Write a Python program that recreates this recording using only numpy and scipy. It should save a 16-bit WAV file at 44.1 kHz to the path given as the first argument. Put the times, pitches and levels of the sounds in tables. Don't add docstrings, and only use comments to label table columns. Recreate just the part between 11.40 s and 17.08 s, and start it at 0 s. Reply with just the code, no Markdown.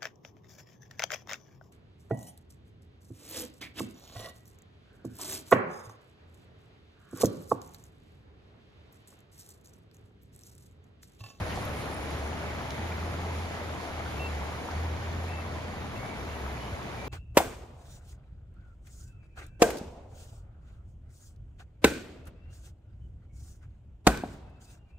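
import sys
import numpy as np
from scipy import signal
from scipy.fft import rfft, irfft, next_fast_len
from scipy.io import wavfile
from scipy.ndimage import uniform_filter1d, map_coordinates

SR = 44100
rng = np.random.default_rng(int(sys.argv[2]) if len(sys.argv) > 2 else 0)


def generate_wav(sig):
    pcm = np.round(np.clip(np.atleast_2d(sig).T, -1, 1) * 32767).astype(np.int16)
    wavfile.write(sys.argv[1], SR, pcm)


N = 250488


# [t/s, level/dB]
ROAD_LEVEL = [(0.0, -51), (0.7, -53.5), (2.01, -55.5), (3.3, -54), (4.18, -53), (4.67, -49), (5.01, -53.5),
              (5.68, -54.5)]
# [f/Hz, density/dB]
RUMBLE_SPECTRUM = [(12, -70), (25, -39), (38, -16), (55, -4), (75, -3), (98, -3.5), (120, -0.5),
                   (150, -19.5), (260, -17), (600, -88)]
ROLL_START_S, ROLL_LENGTH_S, ROLL_DB, ROLL_HZ = 3.85, 1.1, -50, 220

# [t/s, f/Hz]
ENGINE_RATE = [(0.0, 80.2), (0.19, 72.2), (1.17, 76.4), (1.79, 84), (2.17, 82.53), (2.96, 73.06),
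               (3.7, 84.3), (4.57, 80.26), (4.89, 75.6), (5.16, 66.44), (5.68, 64.6)]
# [t/s, level/dB]
DRONE_LEVEL = [(0.0, -39), (0.15, -41), (0.22, -48), (0.33, -39), (0.48, -45), (0.85, -36.5), (0.95, -43),
               (1.1, -40), (1.32, -46), (1.44, -37), (2.03, -36), (2.17, -48), (2.33, -40), (2.43, -48),
               (2.8, -37.5), (2.97, -35.5), (3.3, -48), (3.35, -33), (3.54, -33.5), (3.58, -40), (3.8, -36),
               (4.45, -43), (4.55, -58), (4.79, -48), (4.83, -36), (4.95, -42), (5.12, -40), (5.22, -47),
               (5.5, -50), (5.68, -42)]
# [multiple of the firing rate, relative level/dB]
DRONE_ORDERS = [(1, 0), (1.5, -18), (2, -23)]

# [t/s, peak level/dB, f/Hz]
BUMPS = [(.006, -24, 86), (.148, -30, 75), (.25, -33, 110), (.39, -34, 100), (5.322, -27.5, 85)]
BUMP_CYCLES = 2.75

# [t/s, length/s, f/Hz, rise over the call/Hz,
# arch in the middle/Hz, level/dB, swell over the call/dB, roughness 0-1]
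CALLS = [(2.786, .034, 2600, -10, 0, -54, 0, .3), (2.788, .094, 2688, 18, 6, -42.8, 5, .12),
         (3.878, .022, 2240, 0, 0, -53, 0, .2), (3.88, .026, 2550, -40, 0, -52, 0, .5),
         (3.884, .138, 2660, -22, 0, -52.5, -1, .42), (4.012, .04, 2130, -30, 0, -56, -2, .6),
         (4.13, .032, 3460, 50, 0, -58, 4, .3), (4.553, .038, 2680, -90, 20, -52, 0, .4),
         (4.58, .17, 2175, 55, 60, -52.8, -3, .45), (4.87, .1, 2700, 80, 0, -61.5, 0, .6),
         (4.925, .085, 1905, 10, 25, -57.5, 0, .4), (5.15, .04, 2470, 60, 0, -57.5, 0, .5),
         (5.197, .115, 2940, 60, 25, -58.5, -4, .55), (5.56, .112, 2310, 40, 0, -53.5, 6, .25)]
CALL_ATTACK_S, CALL_RELEASE_S = 0.012, 0.011
CALL_WAVER_HZ, CALL_FLUTTER_DB, CALL_PULSE_HZ = 38, 3, 58

TWITTER_PER_S, TWITTER_LOW_HZ, TWITTER_HIGH_HZ, TWITTER_MEAN_S = 26, 1700, 4200, .02
TWITTER_GLIDE = .06
TWITTER_DB = -2.5

# [t/s, level before the attack/dB, centre f/Hz]
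GRIT_TICKS = [(.251, -45, 12100), (.276, -45, 3600), (.417, -52, 10600), (.455, -51, 10600),
              (.531, -52, 10200), (.544, -46, 9900), (.566, -52, 10000), (.636, -52, 11000),
              (.706, -50, 10200), (.789, -49, 10000), (.93, -45, 2800), (2.157, -46, 3400),
              (3.309, -47, 4950)]
TICK_T60_S, TICK_OCTAVES = .026, .13

CLICK_S, CLICK_DB, CLICK_CRACK_DB = 1.3055, -36, 3
# [f/Hz, relative level/dB, t60/s]
RING_MODES = [(2300, -5, .02), (2950, -2, .018), (3350, -4, .018), (4080, -2.5, .022), (5180, -5, .014),
              (6400, -5, .012), (7000, -5, .012)]

# [t/s, peak level of the fundamental's envelope/dB, f/Hz, overtone strength 0-1]
KNOCKS = [(.174, -32.5, 720, .3), (1.1, -39, 2130, 0), (1.519, -36, 2400, 0), (2.661, -37, 1450, .1),
          (2.932, -40, 1800, .1), (3.2862, -29.7, 900, .5), (3.3095, -37.5, 830, .2)]
KNOCK_ATTACK_S, KNOCK_T60_S = .0022, .014
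KNOCK_OVERTONE = 1.5

# [t/s, length/s, level/dB, centre f/Hz]
WAVELETS = [(.075, .045, -51, 3600), (.095, .06, -46, 2200), (.125, .06, -54, 5000), (.163, .035, -39, 650),
            (.39, .09, -51.5, 3300), (3.29, .04, -46, 1300), (5.04, .05, -47, 1100)]

# [t/s, fizz level/dB, finest-spray level/dB]
RIVER_LEVEL = [(0.0, -52.5, -61.5), (0.35, -53, -60), (1.01, -53.5, -63.5), (3.11, -54.5, -64),
               (3.86, -55.5, -66.5), (4.38, -56.5, -67), (5.03, -55.5, -65), (5.68, -56.5, -66)]
# [f/Hz, density/dB]
ROAR_SPECTRUM = [(60, -6), (150, 3.5), (250, 0.5), (400, -0.5), (800, -3.5), (1100, -6), (1600, -9),
                 (2300, -9.5), (2900, -18.5), (4500, -27), (9000, -69)]
# [f/Hz, likeness -1 to 1]
ROAR_ALIKE = [(120, 1), (350, 0.67), (1000, 0.59), (2200, 0.47), (4000, 0.11)]
# [f/Hz, left minus right level/dB]
ROAR_SIDE = [(150, -0.5), (400, 2.5), (700, 3), (1300, 1), (1800, -3.5), (2500, -1.5), (4000, 5)]
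# [f/Hz, density/dB]
FIZZ_SPECTRUM = [(700, -52), (1800, -9), (3000, 0), (4200, -3.5), (5800, -6.5), (7200, -6.5), (10000, -101),
                 (15000, -55)]
# [f/Hz, likeness -1 to 1]
FOAM_ALIKE = [(2500, -.15), (4000, .35), (6500, .1), (8200, -.3)]
# [f/Hz, density/dB]
SPRAY_SPECTRUM = [(4000, -25), (6800, -7), (7900, 1.5), (9700, 2.5), (10800, 0), (12500, -3), (14000, -5),
                  (15500, -4.5)]
# [f/Hz, likeness -1 to 1]
SPRAY_LIKENESS = [(8400, -.8), (9600, 0), (10800, .92), (12400, .92), (13400, 0), (14200, -.97)]
ROAR_DB, FIZZ_GAIN_DB, SPRAY_GAIN_DB = -38, 3.5, 4.5
ROAR_FOLLOWS = 0.87

BAND_LIMIT_HZ = 15750


def amp(db):
    return 10 ** (np.asarray(db) / 20)


def unit(x):
    return x / np.sqrt(np.mean(x ** 2) + 1e-20)


def along(points, hz):
    f, v = np.transpose(points)
    return np.interp(np.log(hz + 1), np.log(f + 1), v)


def curves(rows):
    s, *cols = np.transpose(rows)
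    t = np.arange(N) / SR
    return [np.interp(t, s, c) for c in cols]


def wobble(rate):
    knots = rng.standard_normal(int(N * rate / SR) + 4)
    return map_coordinates(knots, [np.arange(N) * rate / SR])


def filtered(x, response):
    m = next_fast_len(N + SR // 2)
    hz = np.fft.rfftfreq(m, 1 / SR)
    return irfft(rfft(x, m) * response(hz), m)[..., :N]


def churn(patchy_db):
    z = signal.stft(rng.standard_normal((2, N)), nperseg=512)[2]
    field = rng.standard_normal(z.shape[1:])
    field = uniform_filter1d(field, size=7, axis=0)
    field = uniform_filter1d(field, size=16, axis=1)
    patchy = z * amp(patchy_db * unit(field))
    return unit(signal.istft(patchy, nperseg=512)[1][:, :N])


def spread(pair, spectrum, alike):
    def mid_side(hz):
        turn = np.arccos(np.clip(along(alike, hz), -1, 1)) / 2
        return amp(along(spectrum, hz)) * [np.cos(turn), np.sin(turn)]

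    mid, side = filtered(pair, mid_side)
    return unit(np.array([mid + side, mid - side]))


def burst(centre_hz, octaves):
    def band(hz):
        return np.exp(-.5 * (np.log2((hz + 1) / centre_hz) / octaves) ** 2)

    noise = rng.standard_normal(N) + .5 * rng.standard_normal((2, N))
    return unit(filtered(noise, band))


def arch(s, length):
    return np.sin(np.pi * np.clip((np.arange(N) / SR - s) / length, 0, 1))


def from_right(x, lag_s):
    ears = np.array([[-.5], [.5]])
    return filtered(x, lambda hz: np.exp(2j * np.pi * hz * lag_s * ears))


def traffic(rumble_db=8):
    road_db, = curves(ROAD_LEVEL)
    rumble = spread(churn(patchy_db=0.8), RUMBLE_SPECTRUM, [(60, 0.79), (200, 0.99)])
    roll = amp(ROLL_DB) * arch(ROLL_START_S, ROLL_LENGTH_S) * burst(ROLL_HZ, octaves=0.43)
    return amp(road_db + rumble_db) * rumble + roll


def engine(drone_db=0.2, flutter_db=1.0, drift_rad=0.56):
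    hz, = curves(ENGINE_RATE)
    level, = curves(DRONE_LEVEL)
    phase = 2 * np.pi * np.cumsum(hz) / SR
    drone = np.zeros(N)
    for order, db in DRONE_ORDERS:
        strength = amp(db + flutter_db * wobble(16))
        drone += strength * np.sin(order * phase + drift_rad * wobble(17))
    return amp(level + drone_db) * unit(drone)


def thumps():
    out, t = np.zeros(N), np.arange(N) / SR
    for s, db, hz in BUMPS:
        out += amp(db) * arch(s, BUMP_CYCLES / hz) * np.sin(2 * np.pi * hz * (t - s))
    return out


def chirps(echo_db=-16, echo_t60_s=0.44):
    out, t = np.zeros(N), np.arange(N) / SR
    waver, flutter = wobble(130), wobble(150)
    pulse = np.sin(2 * np.pi * CALL_PULSE_HZ * t + wobble(40))
    for s, length, hz, rise_hz, arch_hz, db, swell_db, rough in CALLS:
        on = slice(int(s * SR), min(int((s + length) * SR), N))
        age = t[on] - s
        pitch = hz + rise_hz * age / length + arch_hz * np.sin(np.pi * age / length)
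        pitch += rough * CALL_WAVER_HZ * waver[on]
        gate = np.minimum(age / CALL_ATTACK_S, (length - age) / CALL_RELEASE_S).clip(0, 1)
        level = db + swell_db * (age / length - .5) + rough * CALL_FLUTTER_DB * flutter[on]
        whistle = np.sqrt(2) * np.sin(2 * np.pi * np.cumsum(pitch) / SR)
        out[on] += amp(level) * gate * (1 + rough * pulse[on]) * whistle
    tail = rng.standard_normal((2, SR // 2)) * amp(-60 * t[:SR // 2] / echo_t60_s)
    echo = signal.fftconvolve(out[None], tail / np.linalg.norm(tail[0]), axes=1)[:, :N]
    return from_right(out, lag_s=.00005) + amp(echo_db) * echo


def twitter():
    out = np.zeros((2, N + SR))
    fizz_level, _ = curves(RIVER_LEVEL)
    for when, pitch, glide, life, size, side in rng.random((int(TWITTER_PER_S * N / SR), 6)):
        u = np.linspace(0, 1, int(TWITTER_MEAN_S * (.5 + life) * SR))
        start_hz = np.interp(pitch, [0, 1], [TWITTER_LOW_HZ, TWITTER_HIGH_HZ])
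        hz = start_hz * (1 + TWITTER_GLIDE * (2 * glide - 1) * u)
        strength = (.5 + size) * TWITTER_LOW_HZ / hz
        note = strength * np.sin(np.pi * u) * np.sin(2 * np.pi * np.cumsum(hz) / SR)
        first = int(when * N)
        out[:, first:first + len(u)] += np.sqrt([[side], [1 - side]]) * note
    return amp(fizz_level + TWITTER_DB) * out[:, :N]


def ticks(attack_s=0.00024):
    out, t = np.zeros((2, N)), np.arange(N) / SR
    for s, db, centre_hz in GRIT_TICKS:
        age = np.maximum(t - s, 0)
        envelope = amp(db - 60 * age / TICK_T60_S) * (1 - np.exp(-age / attack_s))
        out += envelope * burst(centre_hz, TICK_OCTAVES)
    return out


def click(attack_s=0.00046):
    age = np.maximum(np.arange(N) / SR - CLICK_S, 0)
    ring = sum(amp(db - 60 * age / t60) * np.sin(2 * np.pi * hz * age) for hz, db, t60 in RING_MODES)
    crack = amp(CLICK_CRACK_DB - 60 * age / .01) * burst(4600, octaves=.6)
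    return amp(CLICK_DB) * (1 - np.exp(-age / attack_s)) * (ring + crack)


def plops():
    out, t = np.zeros(N), np.arange(N) / SR
    for s, db, hz, overtone in KNOCKS:
        age = np.maximum(t - s, 0)
        swell = amp(-60 * age / KNOCK_T60_S) * (1 - np.exp(-age / KNOCK_ATTACK_S)) ** 2
        phase = 2 * np.pi * hz * age
        tone = np.sin(phase) + overtone * np.sin(KNOCK_OVERTONE * phase)
        out += amp(db) * swell / swell.max() * tone
    return out


def splashes(octaves=0.48, spatter_db=2):
    out = np.zeros((2, N))
    for s, length, db, hz in WAVELETS:
        out += amp(db + spatter_db * wobble(200)) * arch(s, length) * burst(hz, octaves)
    return out


def bubbles(low_hz, high_hz, cycles, scatter_db, count):
    when, pitch, size = rng.random((count, 3)).T[:, :, None]
    k = np.arange(384)
    hz = low_hz * (min(high_hz, SR / 2) / low_hz) ** pitch
    age = hz * k / SR
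    strength = amp(-scatter_db * np.log(np.maximum(size, .01))) * np.sqrt(hz)
    rings = strength * np.sin(2 * np.pi * age) * np.exp(-age / cycles)
    place = (when * N).astype(int) + k
    return unit(np.bincount(place.ravel(), rings.ravel(), N)[:N])


def river(lead_s=0.00014, burble_db=-13, bubble_db=-7, splash_db=.5):
    fizz_level, spray_level = curves(RIVER_LEVEL)
    roar_level = ROAR_DB + ROAR_FOLLOWS * (fizz_level - fizz_level.mean())
    ears = np.array([[.5], [-.5]])

    def bearing(hz):
        return amp(ears * along(ROAR_SIDE, hz)) * np.exp(2j * np.pi * hz * ears * lead_s)

    burble = np.array([bubbles(low_hz=597, high_hz=2660, cycles=4.5, scatter_db=1.8, count=2500)
                       for _ in range(2)])
    water = churn(patchy_db=.8) + amp(burble_db) * burble
    roar = unit(filtered(spread(water, ROAR_SPECTRUM, ROAR_ALIKE), bearing))
    pops = np.array([bubbles(low_hz=1998, high_hz=14140, cycles=4.0, scatter_db=0.0, count=6000)
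                     for _ in range(2)])
    fizz = spread(churn(patchy_db=1.0) + amp(bubble_db) * pops, FIZZ_SPECTRUM, FOAM_ALIKE)
    spray = spread(churn(patchy_db=2.5) + amp(bubble_db) * pops, SPRAY_SPECTRUM, SPRAY_LIKENESS)
    foam = amp(FIZZ_GAIN_DB + fizz_level) * fizz + amp(SPRAY_GAIN_DB + spray_level) * spray
    return amp(roar_level) * roar + amp(splash_db * wobble(20.95)) * foam


def scene():
    street = traffic() + engine() + thumps()
    small_sounds = chirps() + twitter() + ticks() + click() + plops()
    return street + small_sounds + splashes() + river()


def record(dry):
    return filtered(dry, lambda hz: hz < BAND_LIMIT_HZ)


dry = scene()
out = record(dry)
generate_wav(out)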